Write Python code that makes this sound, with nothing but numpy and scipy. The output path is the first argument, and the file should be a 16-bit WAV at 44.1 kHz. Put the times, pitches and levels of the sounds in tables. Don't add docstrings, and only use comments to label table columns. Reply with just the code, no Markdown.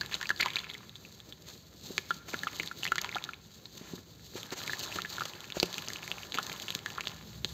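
import sys
import numpy as np
from scipy import signal
from scipy.fft import rfft, irfft, next_fast_len
from scipy.io import wavfile
from scipy.ndimage import uniform_filter1d, map_coordinates

SR = 44100
rng = np.random.default_rng(int(sys.argv[2]) if len(sys.argv) > 2 else 0)


def store_wav(level_fs):
    pcm = np.round(np.clip(np.atleast_2d(level_fs), -1, 1) * 32767)
    wavfile.write(sys.argv[1], SR, pcm.T.astype(np.int16))


N = 332073

# start and length in seconds, rasp and shed sand in relative dB.
GRIPS = [(0, .05, -54.5, -54), (0.115, .15, -53.5, -55), (.39, .19, -52.5, -53), (0.622, .2, -60, -59),
         (0.948, .35, -66.5, -68), (1.49, 0.023, -52, -79), (1.841, .15, -52, -61),
         (2.096, .04, -55.5, -59), (2.302, .32, -52.5, -53), (2.797, .06, -49.5, -54),
         (2.978, .1, -56, -52), (3.14, .09, -59, -53), (3.525, 0.07, -61.5, -74), (3.75, .19, -57, -61),
         (4.202, 0.14, -56.5, -74), (4.361, .13, -55.5, -55), (4.581, .16, -47, -48),
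         (4.799, .18, -49, -47.5), (5.099, .06, -46.5, -49), (5.22, .25, -55.5, -52.5),
         (5.61, .62, -50, -50), (6.358, .4, -51.5, -50), (6.86, .25, -53.5, -51), (7.184, .16, -57.5, -63),
         (7.46, 0.21, -55.5, -60)]
# frequency in Hz, gain in dB.
RASP_SPECTRUM = [(300, -53), (900, -22.5), (2200, -14), (4000, 5.5), (6500, 1), (9000, -1.5), (15000, -7.5)]
# frequency in Hz, gain in dB.
RUSTLE_SPECTRUM = [(40, -40), (100, 3.5), (170, 2.5), (260, -1.5), (380, -1.5), (600, -9.5), (1000, -20.5),
                   (2500, -21.5)]
# frequency in Hz, gain in dB.
RUMBLE_SPECTRUM = [(20, -2), (45, -20), (62, -2), (90, -1.5), (130, -3), (250, -22), (800, -34)]
# frequency in Hz, relative level in dB.
MOTOR_TONES = [(64.6, -5.5), (113, -17), (161.5, -2.5), (210, -4.5)]
# time in seconds, gain in dB.
ROOM_TONE_LEVELS = [(0, -48.5), (.2, -60.5), (6.9, -60), (7.4, -49)]
# time in seconds, plink level in dB, plink pitch in Hz, tick in relative dB.
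TICKS_AND_PLINKS = [(0.0109, -17.5, 4430, -25), (0.0136, -25, 1640, -10.5), (0.1331, -30, 2610, -12),
                    (0.1424, -16, 4080, -20), (0.2125, -29.5, 1590, -11.5), (0.2288, -26.5, 1940, -15),
                    (0.2924, -24.5, 1900, -10), (0.3041, -15.5, 1644, -23), (0.3129, -31, 1380, -34),
                    (0.4073, -19, 2270, -8), (0.4108, -13.5, 4600, -8.5), (0.4295, -15.5, 2350, -10),
                    (0.46, -24.5, 1033, -8.5), (0.558, -14.5, 3920, -21), (0.5675, -18.5, 2530, -18),
                    (0.587, -25, 3820, -25), (0.6433, -32.5, 2480, -24), (0.7002, -26.5, 3520, -34),
                    (0.956, -31.5, 3660, -31), (1.0506, -36.5, 2600, -35), (1.2024, -34, 3620, -37),
                    (1.3246, -30.5, 3430, -32), (1.9803, -21.5, 2470, -4), (2.1067, -18.5, 1420, -14.5),
                    (2.3422, -25.5, 1500, -17.5), (2.4341, -25, 1780, -10), (2.47, -22.5, 1310, -27),
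                    (2.5985, -18, 2250, -6.5), (2.675, -24.5, 3870, -19), (2.7135, -29.5, 1460, -29),
                    (2.8327, -19, 2970, -16), (2.8532, -23.5, 2100, -11), (2.8658, -24, 2060, -15),
                    (2.8764, -24, 2760, -15), (2.9198, -14.5, 1430, -1), (2.9572, -28, 1510, -9),
                    (2.9821, -19, 2010, -10), (3.016, -22.5, 6200, -8.5), (3.0455, -31.5, 1050, -7.5),
                    (3.1476, -22.5, 3620, -40), (3.157, -27.5, 754, -10.5), (3.1658, -25.5, 1380, -24),
                    (3.2403, -23, 3900, -19), (3.2903, -28.5, 1430, -16.5), (3.3345, -30, 2430, -25),
                    (3.6562, -29, 4100, -78), (4.696, -25, 1680, -19), (4.7333, -22, 1870, -16),
                    (4.803, -23, 4670, -28), (4.987, -24, 1360, -48), (5.049, -26.5, 1780, -33),
                    (5.1828, -27, 1520, -22), (5.208, -24.5, 1370, -18), (5.2192, -24, 1370, -24),
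                    (5.5225, -22, 3570, -22), (5.6002, -7, 4750, -12), (5.6297, -17.5, 2740, -1),
                    (5.7425, -22, 3920, -15), (5.7816, -22.5, 2850, -10), (5.8848, -14.5, 5600, -34),
                    (5.9596, -24.5, 2850, -30), (6.1156, -16.5, 3060, -20), (6.3217, -21, 3830, -30),
                    (6.3436, -25, 2590, -14), (6.375, -20.5, 3070, -32), (6.386, -18.5, 1350, -9),
                    (6.6827, -19.5, 3140, -20), (6.7048, -17.5, 3620, -17), (6.7508, -21, 4360, -7),
                    (6.861, -21.5, 1870, -15.5), (6.982, -23.5, 1300, -36), (7.0082, -21.5, 2725, -16.5),
                    (7.0719, -15.5, 3520, -28), (7.4466, -11.5, 4000, -15)]
# frequency in Hz, width in Hz, relative gain in dB.
TUB_MODES = [(177.5, 6.3, 17), (376.6, 31, 8), (1044, 90, 1), (1371, 44, 3), (1716, 36, 7.5),
             (2495, 60, -43)]
# frequency in Hz, seconds to die away by 60 dB.
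ROOM_DECAY = [(200, 0.98), (1500, 0.79), (5000, 1), (14000, 0.084)]
# time in seconds, relative level in dB, scatter in seconds, middle bubble pitch in Hz.
PIECE_SPLASHES = [(0.131, -36.5, 0.0087, 3050), (0.226, -42.5, 0.012, 1860), (0.405, -24, 0.0035, 2700),
                  (0.428, -26, 0.0038, 2900), (0.46, -36.5, 0.01, 1290), (0.561, -45.5, .075, 2865),
                  (2.988, -32.5, 0.003, 3480), (6.386, -38, 0.0089, 1440)]
# peak time in seconds, level in dB, half-width in seconds.
CRUSHED_LUMPS = [(0.151, -34.5, 0.0047), (1.493, -49.5, 0.024), (2.29, -39.5, 0.0084), (3.868, -53, 0.082),
                 (4.375, -39.5, 0.015), (4.529, -35, 0.01), (4.58, -40.5, 0.015), (4.962, -32, 0.0033),
                 (5.257, -32, 0.0029), (5.568, -39, 0.019), (5.63, -18, 0.0014), (6.352, -35, 0.0098)]
# frequency in Hz, gain in dB.
CRUNCH_SPECTRUM = [(80, -34), (300, 14.5), (1200, 11.0), (4000, 10.0), (7000, 11.5), (15000, -1.0)]
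# time in seconds, relative thump level in dB, thump pitch in Hz.
SLAB_BREAKS = [(1.905, -29.5, 300), (1.982, -30, 360), (2.338, -22.5, 640), (2.602, -28.5, 390),
               (3.812, -31.5, 284), (3.935, -23.5, 300), (4.354, -31, 292), (4.524, -28, 324),
               (4.958, -24, 380), (5.569, -18, 533), (5.629, -14.5, 366), (6.353, -30, 334),
               (6.756, -30, 252), (7.448, -28.5, 404)]
BAND_EDGES_HZ = [4780, 6100, 6850, 7700, 8580, 11550]
BAND_GAINS_DB = [-1, -8, -0.5, -4, -13.5, -25.5, -5]

GRIP_ATTACK_S, GRIP_RELEASE_S, TIRE_DB_PER_S = .022, 0.075, 4
GRIP_TREMBLE_DB, GRIP_TREMBLE_PER_S = 1.85, 18
FALL_S, SETTLE_S = .02, .07
RESTING_RASP_DB, RESTING_SAND_DB = -63.5, -69
BUBBLE_HZ, BUBBLE_LIFE_S, LIFE_POWER = 1960, .0028, 1.21
MUD_DAMPING = 0.84
TOP_HZ = 15600


def amp(db):
    return 10 ** (np.asarray(db) / 20)


def unit(x):
    return x / np.sqrt(np.mean(x ** 2) + 1e-20)


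def along(points, hz):
    f, v = np.transpose(points)
    return np.interp(np.log(hz + 1), np.log(f + 1), v)


def curve(rows):
    return np.interp(np.arange(N) / SR, *np.transpose(rows))


def wobble(rate):
    return map_coordinates(rng.standard_normal(int(N * rate / SR) + 4), [np.arange(N) * rate / SR])


def scatter(count, traits):
    return np.clip(rng.standard_normal((count, traits)), -2, 2).T


def coloured(x, gain_db):
    m = 2 * next_fast_len(N // 2 + 8192)
    cepstrum = irfft(np.log(amp(gain_db(np.fft.rfftfreq(m, 1 / SR)))), m)
    cepstrum[1:m // 2] *= 2
    cepstrum[m // 2 + 1:] = 0
    return irfft(rfft(x, m) * np.exp(rfft(cepstrum)), m)[:N]


def shaped(x, spectrum):
    return unit(coloured(x, lambda hz: along(spectrum, hz)))


def placed(times, waves):
    at = np.round(np.maximum(times, 0) * SR).astype(int)[:, None] + np.arange(waves.shape[1])
    return np.bincount(at.ravel(), waves.ravel(), N)[:N]


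def squeezing(levels_db, lag_s, release_s, resting_db):
    start, length = np.transpose(GRIPS)[:2]
    t = np.linspace(0, N / SR, 2000)
    age = t[:, None] - lag_s - start
    attack = np.exp(np.minimum(age, 0) / GRIP_ATTACK_S)
    hold = amp(levels_db - TIRE_DB_PER_S * np.clip(age, 0, length))
    release = np.exp(-np.maximum(age - length, 0) / release_s)
    power = amp(resting_db) ** 2 + np.sum((attack * hold * release) ** 2, axis=1)
    return curve(np.column_stack([t, 10 * np.log10(power)]))


def grit(rate, spread_db):
    sizes = amp(spread_db * np.minimum(rng.standard_normal(N), 2.5)) * rng.choice([-1, 1], N)
    return unit(sizes * (rng.random(N) < rate / SR))


def rubbing(rasp_db, gain_db=6):
    grains = grit(rate=7000, spread_db=9.5) * amp(4.35 * wobble(90))
    hiss = 0.89 * rng.standard_normal(N)
    return amp(rasp_db + gain_db) * shaped(grains + hiss, RASP_SPECTRUM)


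def kneading(rasp_db, rustle_db=-54, follow=0.41):
    level_db = rustle_db + follow * (rasp_db - rasp_db.mean()) + 2.3 * wobble(25)
    return amp(level_db) * shaped(rng.standard_normal(N), RUSTLE_SPECTRUM)


def room_tone():
    t = np.arange(N) / SR
    hum = sum(amp(db) * np.sin(2 * np.pi * hz * t + .5 * wobble(8.1)) for hz, db in MOTOR_TONES)
    rumble = shaped(rng.standard_normal(N), RUMBLE_SPECTRUM)
    return amp(curve(ROOM_TONE_LEVELS)) * (rumble + hum)


def bubbles(hz, life_s, fall, samples=700, decay_power=2.17):
    t = np.arange(samples) / SR
    age = t / life_s[:, None]
    glide = 1 + fall * (.5 - np.minimum(age, 2))
    turns = hz[:, None] * np.cumsum(glide, axis=1) / SR
    return -np.sin(2 * np.pi * turns) * np.exp(-age ** decay_power)


def muffling(s, mud):
    return np.exp(-MUD_DAMPING * np.interp(s, np.arange(N) / SR, mud))


def ticks_and_plinks(hits, mud, tick_s=0.000073, spray_s=0.0015, spray_db=-15, tick_db=13.5, top_hz=11000):
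    s, db, hz, impact_db = np.transpose(hits)
    t = np.arange(700) / SR
    life_s = BUBBLE_LIFE_S * (BUBBLE_HZ / hz) ** LIFE_POWER * muffling(s, mud)
    plinks = amp(db)[:, None] * bubbles(hz, life_s, fall=.13)
    envelope = np.exp(-t / tick_s) + amp(spray_db) * np.exp(-t / spray_s)
    burst = rng.standard_normal((len(s), len(t))) * envelope
    burst /= np.linalg.norm(burst, axis=1, keepdims=True)
    contact_age = t / 4.5e-5
    slap = (1 - contact_age) * np.exp(-contact_age)
    jf = 1j * np.fft.rfftfreq(len(t), 1 / SR)
    ratio = jf / hz[:, None]
    colour = (ratio / (1.065 + ratio)) ** 2 / (1 + ratio / 0.92) / (1 + jf / top_hz)
    ticks = irfft(rfft(burst - slap) * colour, len(t)) * amp(impact_db + tick_db)[:, None]
    return placed(s, plinks + ticks)


def satellite_droplets(mud, count=3, scatter_s=.004, lag_s=0.0008, spread=0.45, cycles=5.5, gain_db=-15):
    s, hit_db, hit_hz = np.repeat(TICKS_AND_PLINKS, count, axis=0).T[:3]
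    delay, pitch, size = scatter(len(s), 3)
    hz = np.maximum(np.sqrt(hit_hz * 3500) * np.exp(spread * pitch), hit_hz)
    db = np.minimum(hit_db, -19) + gain_db + 5.0 * size
    waves = amp(db)[:, None] * bubbles(hz, cycles / hz * muffling(s, mud), fall=0.14)
    return placed(s + lag_s + scatter_s * np.abs(delay), waves)


def tub(x, ring_db=-3, wall_db=-15):
    m = next_fast_len(N + SR // 2)
    f = np.fft.rfftfreq(m, 1 / SR)
    modes = sum(amp(db) * 1j * f * width / (hz * hz - f * f + 1j * f * width)
                for hz, width, db in TUB_MODES)
    walls = sum(np.exp(-2j * np.pi * f * s) for s in (.0023, .0049, .0083)) / (1 + 1j * f / 4000)
    return irfft(rfft(x, m) * (amp(ring_db) * modes + amp(wall_db) * walls), m)[:N]


def room(x):
    hz, t, noise = signal.stft(rng.standard_normal(SR // 2), SR, nperseg=256)
    decay = amp(-60 * t / along(ROOM_DECAY, hz)[:, None])
    tail = signal.istft(noise * decay, SR, nperseg=256)[1]
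    return signal.fftconvolve(np.pad(x, (300, 0)), tail / np.linalg.norm(tail))[:N]


def patter(sand_db, count, centre_hz, spread, cycles, spread_db, gain_db):
    when = rng.random(count) * N / SR
    pitch, size, ringing = scatter(count, 3)
    hz = centre_hz * np.exp(spread * pitch)
    life_s = cycles * np.exp(.3 * ringing) / hz
    waves = amp(spread_db * size)[:, None] * bubbles(hz, life_s, fall=0.033, samples=400)
    return amp(sand_db + gain_db) * unit(placed(when, waves))


def small_crumbs(sand_db, count=95, loose_db=-57, level_db=-31, follow=0.094, spread_db=3,
                 centre_hz=3500, spread=0.27, impact_db=6):
    chance = np.cumsum(np.maximum(sand_db - loose_db, 0))
    at = np.searchsorted(chance / chance[-1], (np.arange(count) + rng.random(count)) / count)
    size, pitch, hardness = scatter(count, 3)
    db = level_db + follow * (sand_db[at] - np.median(sand_db[at])) + spread_db * size
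    hz = centre_hz * np.exp(spread * pitch)
    return np.column_stack([at / SR, db, hz, db + impact_db + spread_db * hardness])


def splashes(count=70, spread=0.335, cycles=4, gain_db=-2):
    out = np.zeros(N)
    for s, db, scatter_s, centre_hz in PIECE_SPLASHES:
        delay, pitch, size = scatter(count, 3)
        hz = centre_hz * np.exp(spread * pitch)
        waves = amp(2 * size)[:, None] * bubbles(hz, cycles / hz, fall=0.017)
        cluster = placed(s + scatter_s * delay, waves)
        out += amp(db + gain_db) * cluster * np.sqrt(2 * scatter_s * SR) / np.linalg.norm(cluster)
    return out


def droplets(count=4, flight_s=.36, level_db=-27, fade_db_per_s=22, spread_db=2.5,
             centre_hz=3200, spread=0.21):
    s = np.repeat(np.transpose(PIECE_SPLASHES)[0], count)
    flight = flight_s * rng.random(len(s))
    size, pitch = scatter(len(s), 2)
    db = level_db - fade_db_per_s * flight + spread_db * size
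    return np.column_stack([s + flight, db, centre_hz * np.exp(spread * pitch), db])


def crunches():
    t = np.arange(N) / SR
    swell = sum(amp(db) / (1 + ((t - s) / half_width) ** 4) for s, db, half_width in CRUSHED_LUMPS)
    return swell * shaped(grit(rate=9300, spread_db=2.5), CRUNCH_SPECTRUM)


def snaps(cycles=1.08, shudder_gain=0.33, shudder_s=0.0069, palms_hz=650):
    s, db, hz = np.transpose(SLAB_BREAKS)
    t = np.arange(SR // 16) / SR
    thumps = bubbles(hz, cycles / hz, fall=0, samples=len(t))
    band = signal.butter(2, [130, 520], 'band', fs=SR, output='sos')
    noise = unit(signal.sosfilt(band, rng.standard_normal(thumps.shape)))
    shudder = shudder_gain * noise * np.exp(-t / shudder_s)
    breaks = placed(s, amp(db - 1.5)[:, None] * (thumps + shudder))
    return signal.sosfilt(signal.butter(2, palms_hz, fs=SR, output='sos'), breaks)


def scene():
    _, _, rasps, sheds = np.transpose(GRIPS)
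    tremble_db = GRIP_TREMBLE_DB * wobble(GRIP_TREMBLE_PER_S)
    rasp_db = squeezing(rasps, 0, GRIP_RELEASE_S, RESTING_RASP_DB) + tremble_db
    sand_db = squeezing(sheds, FALL_S, SETTLE_S, RESTING_SAND_DB)
    fallen = np.cumsum(amp(sand_db) ** 2)
    mud = fallen / fallen[-1]
    fine = patter(sand_db, count=9000, centre_hz=1737, spread=0.522, cycles=2.24, spread_db=2.5,
                  gain_db=-2)
    coarse = patter(sand_db, count=420, centre_hz=3600, spread=0.4, cycles=0.8, spread_db=5,
                    gain_db=-4.5)
    hits = np.vstack([TICKS_AND_PLINKS, small_crumbs(sand_db), droplets()])
    water = ticks_and_plinks(hits, mud) + satellite_droplets(mud) + fine + coarse + splashes()
    hands = rubbing(rasp_db) + crunches() + snaps()
    near = water + hands + tub(water + 0.32 * hands)
    return (near + amp(-22.5) * room(near) + kneading(rasp_db) + room_tone())[None]


def record(dry):
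    sound = dry[0] / (1 + (dry[0] / .5) ** 4) ** (1 / 4)
    sound = signal.sosfilt(signal.butter(4, 58, 'high', fs=SR, output='sos'), sound)
    steps = np.array(BAND_GAINS_DB, float)
    sound = coloured(sound, lambda hz: uniform_filter1d(steps[np.searchsorted(BAND_EDGES_HZ, hz)], 1200))
    m = next_fast_len(N + 8192)
    passband = np.fft.rfftfreq(m, 1 / SR) < TOP_HZ
    return irfft(rfft(sound, m) * passband, m)[None, :N]


dry = scene()
out = record(dry)
store_wav(out)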